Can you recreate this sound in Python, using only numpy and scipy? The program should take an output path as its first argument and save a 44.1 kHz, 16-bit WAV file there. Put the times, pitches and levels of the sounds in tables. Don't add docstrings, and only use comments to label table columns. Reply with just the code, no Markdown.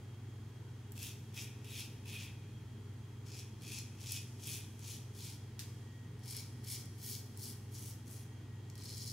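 import sys
import numpy as np
from scipy import signal
from scipy.fft import rfft, irfft
from scipy.io import wavfile
from scipy.ndimage import uniform_filter1d

SR = 44100
rng = np.random.default_rng(int(sys.argv[2]) if len(sys.argv) > 2 else 0)


def transcribe(signal):
    frames = np.atleast_2d(signal).T
    limited = np.clip(frames, -1, 1)
    pcm = np.round(limited * 32767).astype(np.int16)
    wavfile.write(sys.argv[1], SR, pcm)


def magnitude_from_level(level_db):
    exponent = np.asarray(level_db, float) / 20
    return 10 ** exponent


N = 402191

# (touch [s], speeding up [s], full speed [s], scrape level [dB], hairs cut [1/s])
STROKES = [(0.954, 0.063, 0.051, -53, 1660), (1.334, 0.038, 0.053, -54, 3150),
           (1.642, 0.12, 0.044, -52, 4900), (2.05, 0.036, .14, -56.5, 3700), (3.255, .11, 0.03, -55, 1900),
           (3.607, .12, 0.049, -51, 2400), (3.982, .13, 0.044, -49.5, 2200),
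           (4.39, 0.087, 0.084, -50.5, 2350), (4.79, 0.089, 0.052, -53, 3000),
           (5.135, 0.074, 0.091, -55, 3600), (6.225, 0.11, 0.047, -50.5, 2160),
           (6.639, 0.073, 0.036, -48.5, 2600), (6.98, 0.1, 0.061, -50, 2800),
           (7.365, 0.064, 0.068, -53, 2100), (7.71, 0.047, 0.14, -57.5, 2400),
           (8.055, 0.025, 0.12, -63, 2000), (8.749, 0.077, 0.11, -56.5, 800), (8.89, 0.13, .14, -52, 880)]
# (lowest skin ring [Hz], its level [dB], skin share [dB])
PLACES = [(2580, 2.5, -1.5), (2510, 4, 2), (2540, 1.5, 1.5), (2530, 4.5, 2.5), (2520, 2, -4),
          (2530, 4.5, -2.5), (2530, 0.5, -4), (2460, -1, -4), (2460, -2.5, -6), (2397, -3, -4.5),
          (2300, 1, -8.5), (2250, 0, -9), (2330, -2, -11), (2350, -5, -12.5), (2340, -3, -10.5),
          (2385, 3, -10), (2330, -1, -13), (2330, -3, -17.5)]
# (low blade ring [dB], edge ring [dB], bright share [dB], top air [dB])
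ANGLES = [(-4.5, -2, 1.5, 1.5), (-8, -1, 0.5, 1), (-2.5, -0.5, 0, 0.5), (-2, -1, 0, 0), (-4.5, 1, -4, -1.5),
          (-3.5, -1.5, -1.5, -2), (-7.5, -1, -1, -1.5), (-5.5, -2.5, 1, -1), (-5.5, -4, 0, -.5),
          (-1.5, 0.5, -0.5, -1), (-1, 2.5, -0.5, -1.5), (-2, 2, 1.5, -0.5), (-2, 0, 1.5, 2.5),
          (-2.5, 1.5, 1.5, .5), (-6.5, -2.5, 3.5, .5), (-6, -4, 3.5, -0.5), (1.5, 2, -4.5, -2),
          (0.5, 3, -4, -1.5)]
LEAD_S = 0.035


def evened(x):
    return x / np.sqrt(np.mean(x ** 2) + 1e-20)


def smooth_noise(size, *shape):
    return evened(uniform_filter1d(rng.standard_normal((*shape, N)), size))


def read(points, hz):
    f, value = np.transpose(points)
    return np.interp(np.log(hz + 1), np.log(f + 1), value)


def air():
    # (frequency [Hz], level [dB per Hz])
    breath = [(12, -75), (20, -22), (43, -24.5), (72, -11.5), (110, -9), (138, -7), (172, -15), (410, -17),
              (574, -29.5), (1910, -31.5), (2460, -34), (3250, -33.5), (3530, -36), (6720, -39.5),
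              (16000, -47.5)]
    # (frequency [Hz], width [Hz], level [dB])
    duct = [(69.6, 4.4, -70), (160, 5.2, -65), (217.6, 11.7, -64.5), (245.6, 6.9, -67.5), (311, 21, -73),
            (410.3, 4, -76), (875, 290, -74.5), (3208, 64, -85), (6640, 330, -84)]
    # (frequency [Hz], left-right likeness [-1 to 1])
    likeness = [(60, 1.0), (130, 1.0), (290, 0.93), (640, 0.73), (1410, 0.59), (3100, 0.49), (6820, 0.17),
                (15000, -0.17)]
    frames, hz = N // 2048 + 5, np.fft.rfftfreq(8192, 1 / SR)
    a, b, c, d, patches = rng.standard_normal((frames, len(hz), 5)).T
    patches = evened(uniform_filter1d(uniform_filter1d(patches, 60, 0), 3, 1))

    power = magnitude_from_level(read(breath, hz)) ** 2
    power *= magnitude_from_level(-57) ** 2 / power.sum()
    for f, width_hz, db in duct:
        shape = 1 / (1 + (2 * (hz - f) / width_hz) ** 2) ** 2
        power += magnitude_from_level(db) ** 2 * shape / shape.sum()

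    same = np.clip(read(likeness, hz), -1, 1)[:, None]
    left = a + 1j * b
    right = same * left + np.sqrt(1 - same ** 2) * (c + 1j * d)
    z = np.array([left, right]) * np.sqrt(power)[:, None] * magnitude_from_level(0.58 * patches)
    noise = signal.istft(z, nperseg=8192, noverlap=6144)[1][:, :N]
    return np.sqrt(power.sum()) * evened(noise)


def tone(hz, db, waver_db):
    waver = evened(uniform_filter1d(smooth_noise(2500), 2500))
    phase = 2 * np.pi * (hz * np.arange(1, N + 1) / SR + rng.random())
    return np.sqrt(2) * magnitude_from_level(db + waver_db * waver) * np.sin(phase)


def hum():
    # (time [s], level [dB])
    whine_swell = [(0, -90), (1, -83), (1.5, -80), (3.2, -87), (5.5, -82), (6, -79), (9.12, -79)]
    # (frequency [Hz], level [dB])
    bearing_lines = [(300, -75), (408.5, -74.5), (3150, -100), (3250, -78), (3350, -88.5), (6500, -89.5)]
    whine_db = np.interp(np.arange(N) / SR, *np.transpose(whine_swell))
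    whine = tone(1898, whine_db, waver_db=3.0)
    bearing = sum(tone(hz, db, waver_db=2.1) for hz, db in bearing_lines)
    mains = tone(99.915, -52, waver_db=1.3)
    fan = tone(120.85, -52.5, waver_db=1.33)
    return mains * magnitude_from_level([[0.1], [-0.1]]) + fan * magnitude_from_level([[-0.1], [0.1]]) + whine + bearing


def scatter(ms, count, spike):
    h = rng.standard_normal((count, 400)) * magnitude_from_level(-60 * np.arange(400) / SR / (ms / 1000))
    for _ in range(2):
        z = rfft(h)
        h = irfft(z / np.sqrt(uniform_filter1d(abs(z) ** 2, size=7)))
    h = h * (np.arange(400) < 300)
    h = h / np.linalg.norm(h, axis=1, keepdims=True)
    h[:, 0] += spike
    return h / np.linalg.norm(h, axis=1, keepdims=True)


def room(x):
    # (frequency [Hz], time to fall 60 dB [s])
    tiles = [(1500, 0.36), (3000, 0.19), (6000, 0.22), (10000, 0.2), (16000, 0.15)]
    out, turn = np.zeros((2, N)), np.arange(N) / SR * 7
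    for k in range(3):
        taps = np.zeros((2, SR // 2))
        at = np.arange(200, SR // 2 - 20, 20)
        at = at + rng.integers(0, 20, (2, len(at)))
        np.put_along_axis(taps, at, rng.choice([-1., 1.], at.shape), 1)

        hz, t, z = signal.stft(taps, SR, nperseg=256)
        z[1] = np.where(hz[:, None] < 4000, 0.64 * z[0] + 0.32 * z[1], z[1])
        fall_db = -60 * t / read(tiles, hz)[:, None]
        stall_db = -13.5 + fall_db / 6.6
        tail = signal.istft(z * (magnitude_from_level(fall_db) + magnitude_from_level(stall_db)), SR, nperseg=256)[1]
        tail = tail / np.linalg.norm(tail[0])

        fed = x * np.sqrt(2 / 3) * np.cos(np.pi * (turn + k / 3))
        out += signal.fftconvolve(fed[None], tail, axes=1)[:, :N]
    return out


def drop():
    # (time [s], peak level [dB], room level [dB])
    smack = [(5.5924, -28.5, -7)]
    # (frequency [Hz], level [dB per Hz])
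    splash_colour = [(530, -31), (900, -23), (1230, -12), (1750, -1.5), (2070, -0.5), (4980, 4.5),
                     (16000, -4.5)]
    s, peak_db, room_db = smack[0]
    hit, spike = np.zeros((2, N)), np.zeros(N)
    for late_s, db in [(0.0007, 6.5), (0.002, -16), (0.0047, -19)]:
        a = round((s + late_s) * SR)
        hit[:, a:a + 400] += magnitude_from_level(peak_db + db + 2.5) * scatter(9.2, count=2, spike=0.5)
    spike[round(s * SR)] = magnitude_from_level(peak_db + room_db + 19.5)

    colour_db = np.maximum(read(splash_colour, abs(np.fft.fftfreq(1024, 1 / SR))), -60)
    log_gain = np.log(magnitude_from_level(colour_db))
    colour = np.fft.ifft(np.exp(np.conj(signal.hilbert(log_gain)))).real[:512]
    colour = colour[None] / np.linalg.norm(colour)
    return signal.oaconvolve(hit + room(spike), colour, axes=1)[:, :N]


def stroke(rise_s, full_s, top_db, skin_db, bright_db):
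    # (skin, blade, bright [dB])
    sag_db = [1, 0.5, 0.5]
    lead_db = [-16, -7, -9]
    touch_db = [-15, -15.5, -16.5]
    lift_db_per_s = [-180, -220, -240]
    t = np.arange(-LEAD_S, rise_s + full_s + 0.25, 1 / SR)
    lead = (t < 0) * (1 - t / LEAD_S)
    early = np.clip(1 - t / rise_s, 0, 1) ** 1.37
    sag = np.clip((t - rise_s) / full_s, 0, 1)
    late = np.maximum(t - rise_s - full_s, 0)
    shape_db = np.c_[lead_db] * lead + np.c_[touch_db] * early
    shape_db = shape_db + np.c_[sag_db] * sag + np.c_[lift_db_per_s] * late
    speed = 1 - (1 - 0.25) * early
    return speed, top_db + np.c_[[skin_db, 0, bright_db]] + shape_db


def cut_hairs():
    clumps = smooth_noise(260)
    hair_db = 2.5 * np.minimum(rng.exponential(1, N), 4) + 0.8 * clumps
    size = magnitude_from_level(hair_db) * rng.choice([-1., 1.], (3, N))
    wander = magnitude_from_level(1.58 * smooth_noise(round(0.03 * SR), 3))
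    chance, uneven = rng.random(N), smooth_noise(300)
    stiff_size = magnitude_from_level(11 + 3.5 * rng.standard_normal((2, N)))[[0, 0, 1]]

    clicks, stiff = np.zeros((3, N)), np.zeros((3, N))
    for (s, rise_s, full_s, top_db, per_s), place, angle in zip(STROKES, PLACES, ANGLES):
        a = round((s - LEAD_S) * SR)
        speed, level_db = stroke(rise_s, full_s, top_db, place[2], angle[2])
        speed, level = speed[:N - a], magnitude_from_level(level_db[:, :N - a])
        on = slice(a, a + level.shape[1])
        hairs_per_s = per_s * speed

        cuts = size[:, on] * (chance[on] < hairs_per_s / SR) / np.sqrt(speed)
        clicks[:, on] += evened(cuts) * level * wander[:, on] * magnitude_from_level(-2.5)

        slips_per_s = np.minimum(9e4 / hairs_per_s, 105) * np.exp(0.5 * uneven[on])
        slips = np.diff(np.floor(np.cumsum(slips_per_s / SR)), prepend=0)
        slow_db = 6 * np.log2(np.clip(2000 / hairs_per_s, 1, 3))
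        stiff[:, on] += stiff_size[:, on] * slips * level * magnitude_from_level(slow_db)
    return clicks, stiff


def snap_hairs(stiff):
    # (time [s], peak level [dB], skin ring above it [dB], bright snap above it [dB])
    snaps = [(0.9192, -38, -26, -10.5), (0.9773, -35, -8, -19), (1.0281, -27, -22, -18),
             (1.3443, -40, -5, -16), (1.421, -40, -9, -9), (1.6446, -42, -10, -14), (2.0562, -44, 2, -15),
             (3.401, -38, -15, -22), (3.7862, -25.5, -22, -19), (3.9843, -48, -15, -21),
             (4.12, -24, -26, -10), (4.4707, -29, -23, -11), (4.792, -40, -23, -16), (6.192, -49, -14, -14),
             (6.2572, -42, -24, -12), (6.3076, -30, -23, -11), (6.3657, -26.5, -23, -13),
             (6.645, -40, -25, -10), (6.7027, -33, -25, -15), (6.8553, -36, -22, -20),
             (7.0349, -40, -29, -12), (7.0613, -35.5, -23, -7), (7.3732, -39, -25, -9),
             (8.1105, -41, -18, -12), (8.699, -35, -23, -24), (8.754, -34.5, -22, -21),
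             (8.7774, -38, -22, -16), (8.8538, -32, -25, -19), (8.979, -31, -27, -17),
             (9.0089, -40, -24, -17)]
    # (skin, blade, bright [dB])
    snap_share_db = [10, 0, 19]
    for s, peak_db, skin_db, bright_db in snaps:
        layer_db = peak_db + np.array([skin_db, 0, bright_db]) + snap_share_db
        stiff[:, round((s + 0.0007) * SR)] = magnitude_from_level(layer_db)


def pair(x, alike, left_db):
    alike, place = np.clip(alike, 0, 1), rng.integers(0, 6, N)
    echoes = np.zeros((2, N))
    for k in range(6):
        bursts = scatter(3.5, count=2, spike=0.25)
        echoes += signal.oaconvolve((x * (place == k))[None], bursts, axes=1)[:, :N]
    both = np.sqrt(alike) * x + np.sqrt(1 - alike) * echoes
    return both * magnitude_from_level([[left_db / 2], [-left_db / 2]])


def ring(modes, passes=1.365):
    hz = np.fft.rfftfreq(2048, 1 / SR)
    z = 0
    for k, (f, width_hz, db) in enumerate(modes):
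        z = z + (-1) ** k * magnitude_from_level(db) / (1 + 2j * (hz - f) / width_hz) ** passes
    h = irfft(z)[:1024]
    return h / np.linalg.norm(h)


def ring_bodies(drive):
    # (frequency [Hz], width [Hz], level [dB])
    skin_rings = [(2910, 260, -2.5), (3357, 424, 1), (3916, 170, -6)]
    # (frequency [Hz], width [Hz], level [dB])
    blade_rings = [(5780, 320, -1), (6620, 900, -3.5), (7870, 450, -7.5)]
    # (frequency [Hz], width [Hz], level [dB])
    bright_rings = [(8600, 1620, -1), (10600, 1300, 2), (12500, 2900, -2), (15300, 3200, -5)]
    starts = [0] + [round((row[0] - 0.04) * SR) for row in STROKES[1:]] + [N]
    out = np.zeros((2, N + 1424))
    for a, b, place, angle in zip(starts, starts[1:], PLACES, ANGLES):
        low_hz, low_db, _ = place
        blade_db, edge_db, _, air_db = angle
        skin = [(low_hz, 300, low_db)] + skin_rings
        blade = [(4290, 660, blade_db), (5327, 450, edge_db)] + blade_rings
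        bright = bright_rings[:2] + [(f, w, db + air_db) for f, w, db in bright_rings[2:]]
        for layer, modes in zip(drive, [skin, blade, bright]):
            rung = signal.oaconvolve(layer[:, a:b], ring(modes)[None], axes=1)
            out[:, a:a + rung.shape[1]] += rung
    return out[:, :N]


def razor():
    layer_likeness = [0.97, 0.92, 0.09]
    # (skin, blade, bright [dB])
    layer_left_db = [-1, 4, 2.5]
    clicks, stiff = cut_hairs()
    snap_hairs(stiff)
    drive = np.zeros((3, 2, N + 400))
    drive[:, :, :N] = [pair(*layer) for layer in zip(clicks, layer_likeness, layer_left_db)]

    bursts = scatter(15.0, count=160, spike=0.69).reshape(80, 2, 400) * magnitude_from_level([[0.8], [-0.8]])
    for at in np.flatnonzero(stiff[1]):
        drive[:, :, at:at + 400] += stiff[:, at, None, None] * bursts[at % len(bursts)]
    close = ring_bodies(drive)
    return close + magnitude_from_level(-3.0) * room(close.mean(0))


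def scene():
    return air() + hum() + drop() + razor()


def roll_off(x):
    return signal.sosfilt(signal.butter(12, 16450, fs=SR, output="sos"), x)


def record(dry):
    edge = signal.firwin(2047, 15770, window=("kaiser", 9), fs=SR)
    mix = signal.oaconvolve(dry, edge[None], "same")
    return roll_off(mix)


dry = scene()
out = record(dry)
transcribe(out)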